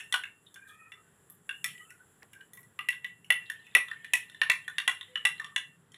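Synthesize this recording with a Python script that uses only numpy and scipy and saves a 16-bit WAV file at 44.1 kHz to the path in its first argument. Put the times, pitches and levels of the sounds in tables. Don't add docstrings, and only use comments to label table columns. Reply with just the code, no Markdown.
import sys
import numpy as np
from scipy import signal
from scipy.fft import rfft, irfft
from scipy.io import wavfile
from scipy.ndimage import uniform_filter1d

SR = 44100
rng = np.random.default_rng(int(sys.argv[2]) if len(sys.argv) > 2 else 0)


def output_pcm(signal):
    pcm = np.clip(np.atleast_2d(signal).T, -1, 1) * 32767
    wavfile.write(sys.argv[1], SR, np.round(pcm).astype(np.int16))


N = 263277
LEAD = SR // 2

# (frequency [Hz], relative level [dB], undamped decay by 60 dB [s])
MODE_FAMILIES = [
    [(774, -14.5, 0.18), (1006.6, -1, 0.054), (1072, 1, 0.15), (1185, -1, 0.13), (1237, -9.5, 0.79),
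     (1335, -6, 0.1), (1476, -7.5, 0.12), (1623, 3.5, 0.047)],
    [(1729, -2.5, 0.059), (1800, -13, .08), (1810, 5.5, 0.63), (1935, 2, 0.03)],
    [(1959, 12, 0.23), (1934, 2, 0.1)],
    [(2003, -6.5, 0.2), (2187, 5.5, 0.053), (2386, 2, 0.053), (2571, -8, 0.15), (2622, -5, 0.095),
     (2734, -5, 0.6), (2799, -11, 0.47), (2943, 0, 0.047), (2947, -1.5, 0.026)],
    [(3160, -14.5, 0.069), (3200, -20.5, 0.027), (3412, 1.5, 0.016), (3503, -4, 0.059), (3661, -3.5, 0.017),
     (4000, -10, 0.021)],
    [(5526, -10, 0.041), (9796, 1, 0.026), (10780, -3.5, 0.028), (10390, 4, 0.012)],
]


def undb(db):
    return 10 ** (np.asarray(db) / 20)


def unit(x):
    return x / np.sqrt(np.mean(x ** 2))


def decay(t, t60):
    return np.exp(-np.log(1000) * t / t60)


def band_pass(x, low_hz, high_hz):
    return signal.sosfilt(signal.butter(2, [low_hz, high_hz], "band", fs=SR, output="sos"), x)


def on_log(hz, table):
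    table = np.array(table)
    return np.interp(np.log(np.maximum(hz, 1)), np.log(table[:, 0]), table[:, 1])


def coloured(table, shape):
    hz = np.fft.rfftfreq(shape[-1], 1 / SR)
    spectrum = rfft(rng.standard_normal(shape)) * undb(on_log(hz, table))
    return unit(irfft(spectrum, shape[-1]))


def curves(table):
    s, *columns = np.transpose(table)
    return [np.interp(np.arange(N) / SR, s, column) for column in columns]


def walk(rate):
    hold = int(SR / rate)
    steps = np.repeat(rng.standard_normal(N // hold + 1), hold)
    return 1.3 * uniform_filter1d(uniform_filter1d(steps, hold), hold)[:N]


def wavering(hz, db, width_hz=80.0, clean=0.):
    pole = np.exp(-np.pi * width_hz / SR)
    noise = rng.standard_normal(N) + 1j * rng.standard_normal(N)
    rub = signal.lfilter([1], [1, -2 * pole, pole ** 2], noise)
    rub = clean + rub / np.sqrt(np.mean(np.abs(rub) ** 2))
    carrier = np.exp(2j * np.pi * np.cumsum(hz) / SR)
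    return undb(db) * np.sqrt(2) * np.real(rub * carrier)


def background():
    # (frequency [Hz], relative level [dB per Hz])
    air_colour = [(24, -45), (40, -12), (48, -12), (156, -7.5), (354, -12), (419, -7), (561, -17.5),
                  (1890, -15.5), (2190, -26.5), (3410, -24), (4200, -35.5), (6000, -35.5), (7800, -47.5),
                  (13200, -120)]
    # (time [s], level [dB])
    rumble_level = [(0.0, -69), (0.86, -74.5), (1.55, -71.5), (1.69, -58), (1.85, -71), (3.44, -70),
                    (5.97, -68.5)]
    # (time [s], level [dB])
    swish_level = [(0.0, -64.5), (0.33, -72), (1.39, -71), (1.8, -62), (1.94, -69), (2.69, -72),
                   (5.5, -70.5), (5.65, -71.5), (5.97, -78)]
    # (frequency [Hz], relative level [dB per Hz])
    hiss_colour = [(2940, -46.5), (5000, -51), (6350, -25), (6520, -11.5), (7420, 5), (8970, -8.5),
                   (10100, 4), (11400, -8), (12400, -7), (15200, -16.5), (16500, -50)]
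    air = undb(-68 + walk(4)) * coloured(air_colour, (N,))
    rumble = unit(band_pass(rng.standard_normal(N), 123, 184))
    rumble *= undb(curves(rumble_level)[0] + 3.2 * walk(5.5))
    hum = undb(-76.0) * unit(band_pass(rng.standard_normal(N), 94.5, 110))
    swish = undb(curves(swish_level)[0] + 1.1 * walk(43)) * coloured(hiss_colour, (N,))
    return air + rumble + hum + swish


def damped_ring(family, free_s, base_hz, wall_hz, t, scatter_db=3.5, detune=0.002, waver_db=2.0,
                favour_db=18.5, reach=0.068, damped_t60=0.0096, left_db=-21.0):
    hz, mode_db, t60 = np.transpose(family)[:, :, None]
    strength, pitch, phase = rng.standard_normal((3, len(family), 1))
    near_base = np.exp(-(np.log(hz / base_hz) / reach) ** 2)
    near_wall = np.exp(-(np.log(hz / wall_hz) / reach) ** 2)
    size = undb(mode_db + scatter_db * strength + favour_db * (near_base + near_wall))
    ring = size * decay(t, t60) * np.sin(2 * np.pi * (hz * (1 + detune * pitch) * t + phase))
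    slosh = signal.resample(rng.standard_normal((len(family), 12)), len(t), axis=1)
    ring *= undb(waver_db * slosh * np.minimum(t / 0.03, 1))
    damping = undb(left_db) + decay(np.maximum(t - free_s, 0), damped_t60)
    return damping * ring.sum(axis=0) / np.sqrt(np.sum(size ** 2))


def gritty_skid(loudest_db, short, grit_db=-7.0, skid_ms_per_db=0.11, clean_db=-22.0):
    skid_ms = max(skid_ms_per_db * (clean_db - loudest_db), .2)
    skid = rng.standard_normal(len(short)) ** 3 * np.exp(-short * 1000 / skid_ms)
    skid *= undb(grit_db) * np.sqrt(skid_ms / np.sum(skid ** 2))
    skid[0] = 1
    return skid / np.sqrt(np.sum(skid ** 2))


def taps(crack_s=0.0007, rise_s=0.00048, splash_s=0.004, splash_db=-4.5):
    # (time [s], ring [dB], height up the glass [0-1], flatness of contact [0-1],
    #  lean on the base [0-1], grit caught under the spoon [dB], favoured base [Hz], favoured wall [Hz])
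    tap_list = [(-0.03, -21.5, 0.4, 0.77, 0.1, 5.5, 1490, 2720),
                (0.1245, -20.5, 0.83, 0.35, 0.4, 3, 1524, 3130),
                (0.1406, -13, 0.45, 0.54, 0.95, -1, 1480, 2878), (0.236, -29, 0.2, 0.8, 1, 0.5, 1600, 2684),
                (0.542, -44.5, 0.4, 0, 0.84, 17.5, 1600, 3470),
                (0.558, -41.5, 0.27, 0.4, 1, -3, 1570, 3160),
                (0.9193, -36.5, 0.41, 0.54, 0.0, -9.5, 1280, 2766),
                (1.3, -58.5, 0.03, 0.13, 1, 9.5, 1142, 2830),
                (1.4919, -25.5, 0.29, 0.46, 1, -4.5, 1580, 2760),
                (1.6424, -23.5, 0.52, 0.51, 0.12, 8.5, 1280, 2524),
                (1.9042, -45.5, 0.38, 0.73, 0, 9, 1490, 2580), (2.332, -43.5, 0.6, 0.6, 1, 8, 1620, 1620),
                (2.4095, -43.5, 0.13, 0.92, 0.97, 4, 1610, 2950),
                (2.5333, -47, 1, 0.35, 0.3, 9.5, 1350, 2400), (2.5723, -40.5, 1, 0.7, 0.25, -2, 1117, 2250),
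                (2.6302, -57, 0.98, 0.57, 0.0, 10, 1220, 2360),
                (2.79, -27.5, 1, 0.76, 0.89, -5.5, 1232, 2776),
                (2.8869, -18, 1.0, 0.8, 0.2, -4, 1540, 2790),
                (2.9287, -35, 0.17, 0.2, 0.99, -11, 1680, 2940),
                (3.045, -26, 0.68, 0.55, 0.14, -14.5, 1590, 2790),
                (3.245, -49.5, 0.46, 1, 0.35, 11, 1490, 2930),
                (3.3039, -11.5, 0.74, 0.69, 0.03, -4, 1420, 2835),
                (3.4993, -29, 0.16, 0.4, 0.17, 4.5, 1430, 2800),
                (3.667, -45, 0.47, 1.0, 0.4, 3.5, 1560, 2650),
                (3.7501, -7.5, 0.77, 0.73, 0.23, -3, 931, 2540),
                (3.8836, -34, 0.14, 0.13, 0.5, -5, 1360, 2660),
                (3.9135, -27.5, 0, 0.3, 0.54, -8, 1490, 2640), (4.0455, -30, 0.3, 0.5, 0, -8, 1574, 2470),
                (4.135, -14.0, 0.5, 0.72, 0.02, 4.5, 1010, 2568),
                (4.2978, -39.5, 0.27, 0.1, 0.0, 0.5, 1480, 2650),
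                (4.346, -43, 0.09, 0.03, 0.1, 0, 1560, 2920),
                (4.4158, -12.5, 0.07, 0.81, 0.6, -0.5, 1524, 2894),
                (4.4987, -11.5, 0.5, 0.64, 0.22, -0.5, 984, 2590),
                (4.6791, -25.5, 0, 0.14, 0.6, 2, 1520, 2360),
                (4.783, -15, 0.32, 0.32, 0.38, -5, 1674, 2800),
                (4.8774, -11.5, 0.64, 0.5, 0.42, -3.5, 1510, 2835),
                (5.0107, -28.5, 0.35, 0, 0.03, -5.5, 1510, 2710),
                (5.1562, -20, 0.31, 0.93, 0.35, -4, 1280, 2960),
                (5.2518, -11.5, 0.74, 0.51, 0.46, -1.5, 1548, 2720),
                (5.398, -28.5, 0.17, 0.45, 0, 0, 1825, 2680),
                (5.4446, -31, 0.45, 0.26, 0.48, -3, 1160, 3240),
                (5.5611, -17.5, 0.49, 0.54, 0.55, -0.5, 1564, 2824),
                (5.9188, -53, 0.6, 0, 0.0, 13, 1055, 3186), (5.943, -37, 0.95, 0.0, 0.13, 0, 1120, 3010)]
    # (relative level [dB], added at full height [dB], at full flatness [dB], at full lean [dB])
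    family_shares = [(-26.5, 1.5, -2.5, 21), (2.34, -32.5, 5, -9), (-23.5, 25, 2, -10.5),
                     (-27.5, 2.5, 29.5, 4.2), (-1.5, 5.5, -18.5, 1.9), (-13.5, 8, -2.5, -2.5)]
    free_ring_s = [0.022, 0.0051, 0.022, 0.0074, 0.0066, 0.0086]
    # (frequency [Hz], relative level [dB per Hz])
    crack_colour = [(120, -80.5), (200, -39.5), (1320, -1.5), (1830, -4.5), (2510, 5.5), (3700, 6.5),
                    (4790, -32.5), (5550, -22), (6320, -38), (8970, -37), (9840, -19), (15300, -20),
                    (16500, -40)]
    # (frequency [Hz], relative level [dB per Hz])
    splash_colour = [(2650, -39), (4500, -12.5), (4830, -42.5), (5380, -9), (8930, -6.5), (10000, -6),
                     (11400, -11), (15000, -14.5), (16500, -30.5)]
    t, out = np.arange(SR // 5) / SR, np.zeros(N + SR)
    short = t[:4096]
    for s, level_db, height, flat, lean, caught_db, base_hz, wall_hz in tap_list:
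        share = undb(np.array(family_shares) @ [1, height, flat, lean])
        ring_db = level_db + 20 * np.log10(share / np.sqrt(np.sum(share ** 2)))
        ring_db[-1] += caught_db
        crack_db = level_db * (1 + 0.39) + 5.5 + 2.5 * flat
        crack = undb(crack_db) * coloured(crack_colour, short.shape) * np.exp(-short / crack_s)
        splash = undb(ring_db[-1] + splash_db) * coloured(splash_colour, short.shape)
        splash *= np.exp(-short / splash_s)
        tap = np.zeros(len(t))
        tap[:len(short)] = crack + splash
        for family, db, free_s in zip(MODE_FAMILIES, ring_db, free_ring_s):
            tap += undb(db) * damped_ring(family, free_s, base_hz, wall_hz, t)
        onset = 1 - np.exp(-t / rise_s)
        tap = signal.fftconvolve(tap * onset, gritty_skid(max(ring_db), short))
        i = int((s + .5) * SR)
        out[i:i + len(tap)] += tap
    high_pass = signal.butter(2, 300, "high", fs=SR, output="sos")
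    return signal.sosfilt(high_pass, out[:N + LEAD])


def room(dry, gap_s=0.01776, early_db=-2.0, slap_db=11.0, slap_s=0.0016, flutter=0.48, turn=0.75):
    # (frequency [Hz], decay time [s])
    room_decay = [(200, 0.12), (1000, 0.26), (3000, 0.23), (6000, 0.21), (12000, 0.27)]
    t, echo = np.arange(SR // 2) / SR, 0
    for hz in 180 * 2 ** np.arange(0, 6.5, .5):
        band = band_pass(rng.standard_normal((2, len(t))), hz / 2 ** .25, hz * 2 ** .25)
        echo = echo + band * decay(t, on_log(hz, room_decay))
    slaps_db = 0
    for k in range(4):
        slaps_db = slaps_db + slap_db * flutter ** k * np.exp(-((t - (k + 1) * gap_s) / slap_s) ** 2)
    echo = echo * undb(early_db * (t < gap_s) + slaps_db)
    angle = np.pad(turn * np.pi * walk(3), (LEAD, 0), "edge")
    out = 0
    for weight, tail in zip((np.cos(angle), np.sin(angle)), echo):
        tail = tail / np.sqrt(np.sum(tail ** 2))
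        out = out + signal.fftconvolve(dry * weight, tail)[:len(dry)]
    return out


def treble_shade(glass):
    # (time [s], gain [dB])
    shade_gain = [(0, -5.5), (1.2, 0), (2.6, 7.5), (4, 2), (5.97, -14.5)]
    top = signal.sosfiltfilt(signal.butter(3, 11000, "high", fs=SR, output="sos"), glass)
    return glass + (undb(curves(shade_gain)[0]) - 1) * top


def scrapes(grain_db=2.5, grain_rate=120, crackle_db=6.5):
    # (time [s], fade [s], centre [Hz], width [Hz], level [dB])
    scrape_list = [(0.464, 0.027, 3620, 301, -60), (.465, 0.037, 3080, 296, -69),
                   (0.674, 0.041, 3600, 596, -67), (.69, 0.031, 3350, 348, -58),
                   (.674, 0.057, 9600, 4400, -60.5), (1.299, 0.024, 11500, 2970, -49),
                   (1.669, 0.049, 2820, 980, -48), (2.222, 0.012, 1880, 497, -54.5),
                   (2.2308, 0.00067, 1460, 2300, -46.5), (1.779, .006, 2680, 1000, -54),
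                   (2.534, 0.059, 11900, 4000, -57), (3.459, 0.013, 3540, 696, -55),
                   (5.4, 0.065, 1180, 232, -49)]
    t, out = np.arange(N) / SR, 0
    for s, fade_s, hz, width_hz, db in scrape_list:
        grit = np.minimum(rng.exponential(size=N), 5)
        rub = rng.standard_normal(N) * undb(crackle_db * hz / 12000 * grit)
        rub = unit(band_pass(rub, hz - width_hz / 2, hz + width_hz / 2))
        fade = (t > s) * np.exp(-np.abs(t - s) / fade_s)
        out = out + undb(db + grain_db * walk(grain_rate)) * rub * fade
    return out


def drag(catch_s=0.012, release_s=0.0089):
    # (time [s], length [s], first pitch [Hz], last pitch [Hz], first level [dB], last level [dB])
    slide_list = [(.56, 0.177, 1570, 1640, -56, -60.5), (.561, 0.2, 2418, 2400, -71, -61.5),
                  (0.653, 0.27, 1800, 1860, -60, -65), (0.679, 0.336, 1274, 1290, -65.5, -62.5),
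                  (0.723, 0.174, 2500, 2515, -62, -63), (1.03, 0.065, 1540, 1530, -70, -68),
                  (1.51, .12, 2850, 2870, -55, -63), (1.736, .11, 1960, 1940, -55, -60),
                  (1.79, .07, 2900, 3050, -59, -61), (1.809, 0.11, 1250, 1334, -63, -68.5),
                  (1.857, 0.05, 2700, 2740, -62.5, -60), (1.905, 0.062, 1470, 1462, -55, -62),
                  (1.998, .045, 1480, 1490, -59, -64), (2.345, .1, 1607, 1600, -53, -60),
                  (4.3, 0.13, 3670, 3450, -74.5, -66)]
    t, out = np.arange(N) / SR, 0
    for s, length, hz0, hz1, db0, db1 in slide_list:
        gone = np.clip((t - s) / length, 0, 1)
        touch = (np.tanh((t - s) / catch_s) - np.tanh((t - s - length) / release_s)) / 2
        hz = (hz0 + (hz1 - hz0) * gone) * (1 + .006 * walk(22))
        db = db0 + (db1 - db0) * gone
        out = out + touch * undb(2.5 * walk(60)) * wavering(hz, db)
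    return out


def thuds(decay_s=0.011, low_hz=280, high_hz=1200):
    # (time [s], level before the band filter [dB])
    knock_list = [(2.23, -43), (3.302, -28), (3.758, -22.5), (4.134, -37.5), (4.494, -31), (4.877, -29),
                  (5.249, -33)]
    t, out = np.arange(SR // 10) / SR, np.zeros(N + LEAD)
    for s, db in knock_list:
        i = int((s + .5) * SR)
        out[i:i + len(t)] += undb(db) * rng.standard_normal(len(t)) * np.exp(-t / decay_s)
    return band_pass(out, low_hz, high_hz)


def rattle(start_s=3.3, end_s=5.5, touches_per_s=60., level_db=-67, spread_db=8.0, ring_s=0.0083):
    t, when, out = np.arange(SR // 10) / SR, np.arange(N + LEAD) / SR - .5, 0
    stirring = (when > start_s) & (when < end_s)
    for hz, _, _ in sum(MODE_FAMILIES[1:5], []):
        touch = stirring * (rng.random(len(when)) < touches_per_s / SR)
        touch = touch * undb(spread_db * rng.standard_normal(len(when)))
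        ping = np.exp(-t / ring_s) * np.sin(2 * np.pi * hz * t)
        out = out + signal.fftconvolve(touch, ping)[:len(when)]
    return undb(level_db) * unit(out)


def brief_hum():
    # (time [s], pitch [Hz], level before the steady part is added [dB])
    hum_path = [(5.05, 505, -110), (5.09, 502, -65), (5.21, 505, -62), (5.27, 505, -110)]
    return wavering(*curves(hum_path), width_hz=7.1, clean=0.76)


def scene():
    glass = taps() + thuds() + rattle()
    glass = (glass + undb(-6.0) * room(glass))[LEAD:]
    sound = background() + treble_shade(glass) + scrapes() + drag() + brief_hum()
    return sound[None]


def record(dry):
    dry = signal.sosfilt(signal.butter(1, 70, "high", fs=SR, output="sos"), dry)
    return signal.sosfilt(signal.ellip(8, .2, 70, 16300, fs=SR, output="sos"), dry)


dry = scene()
out = record(dry)
output_pcm(out)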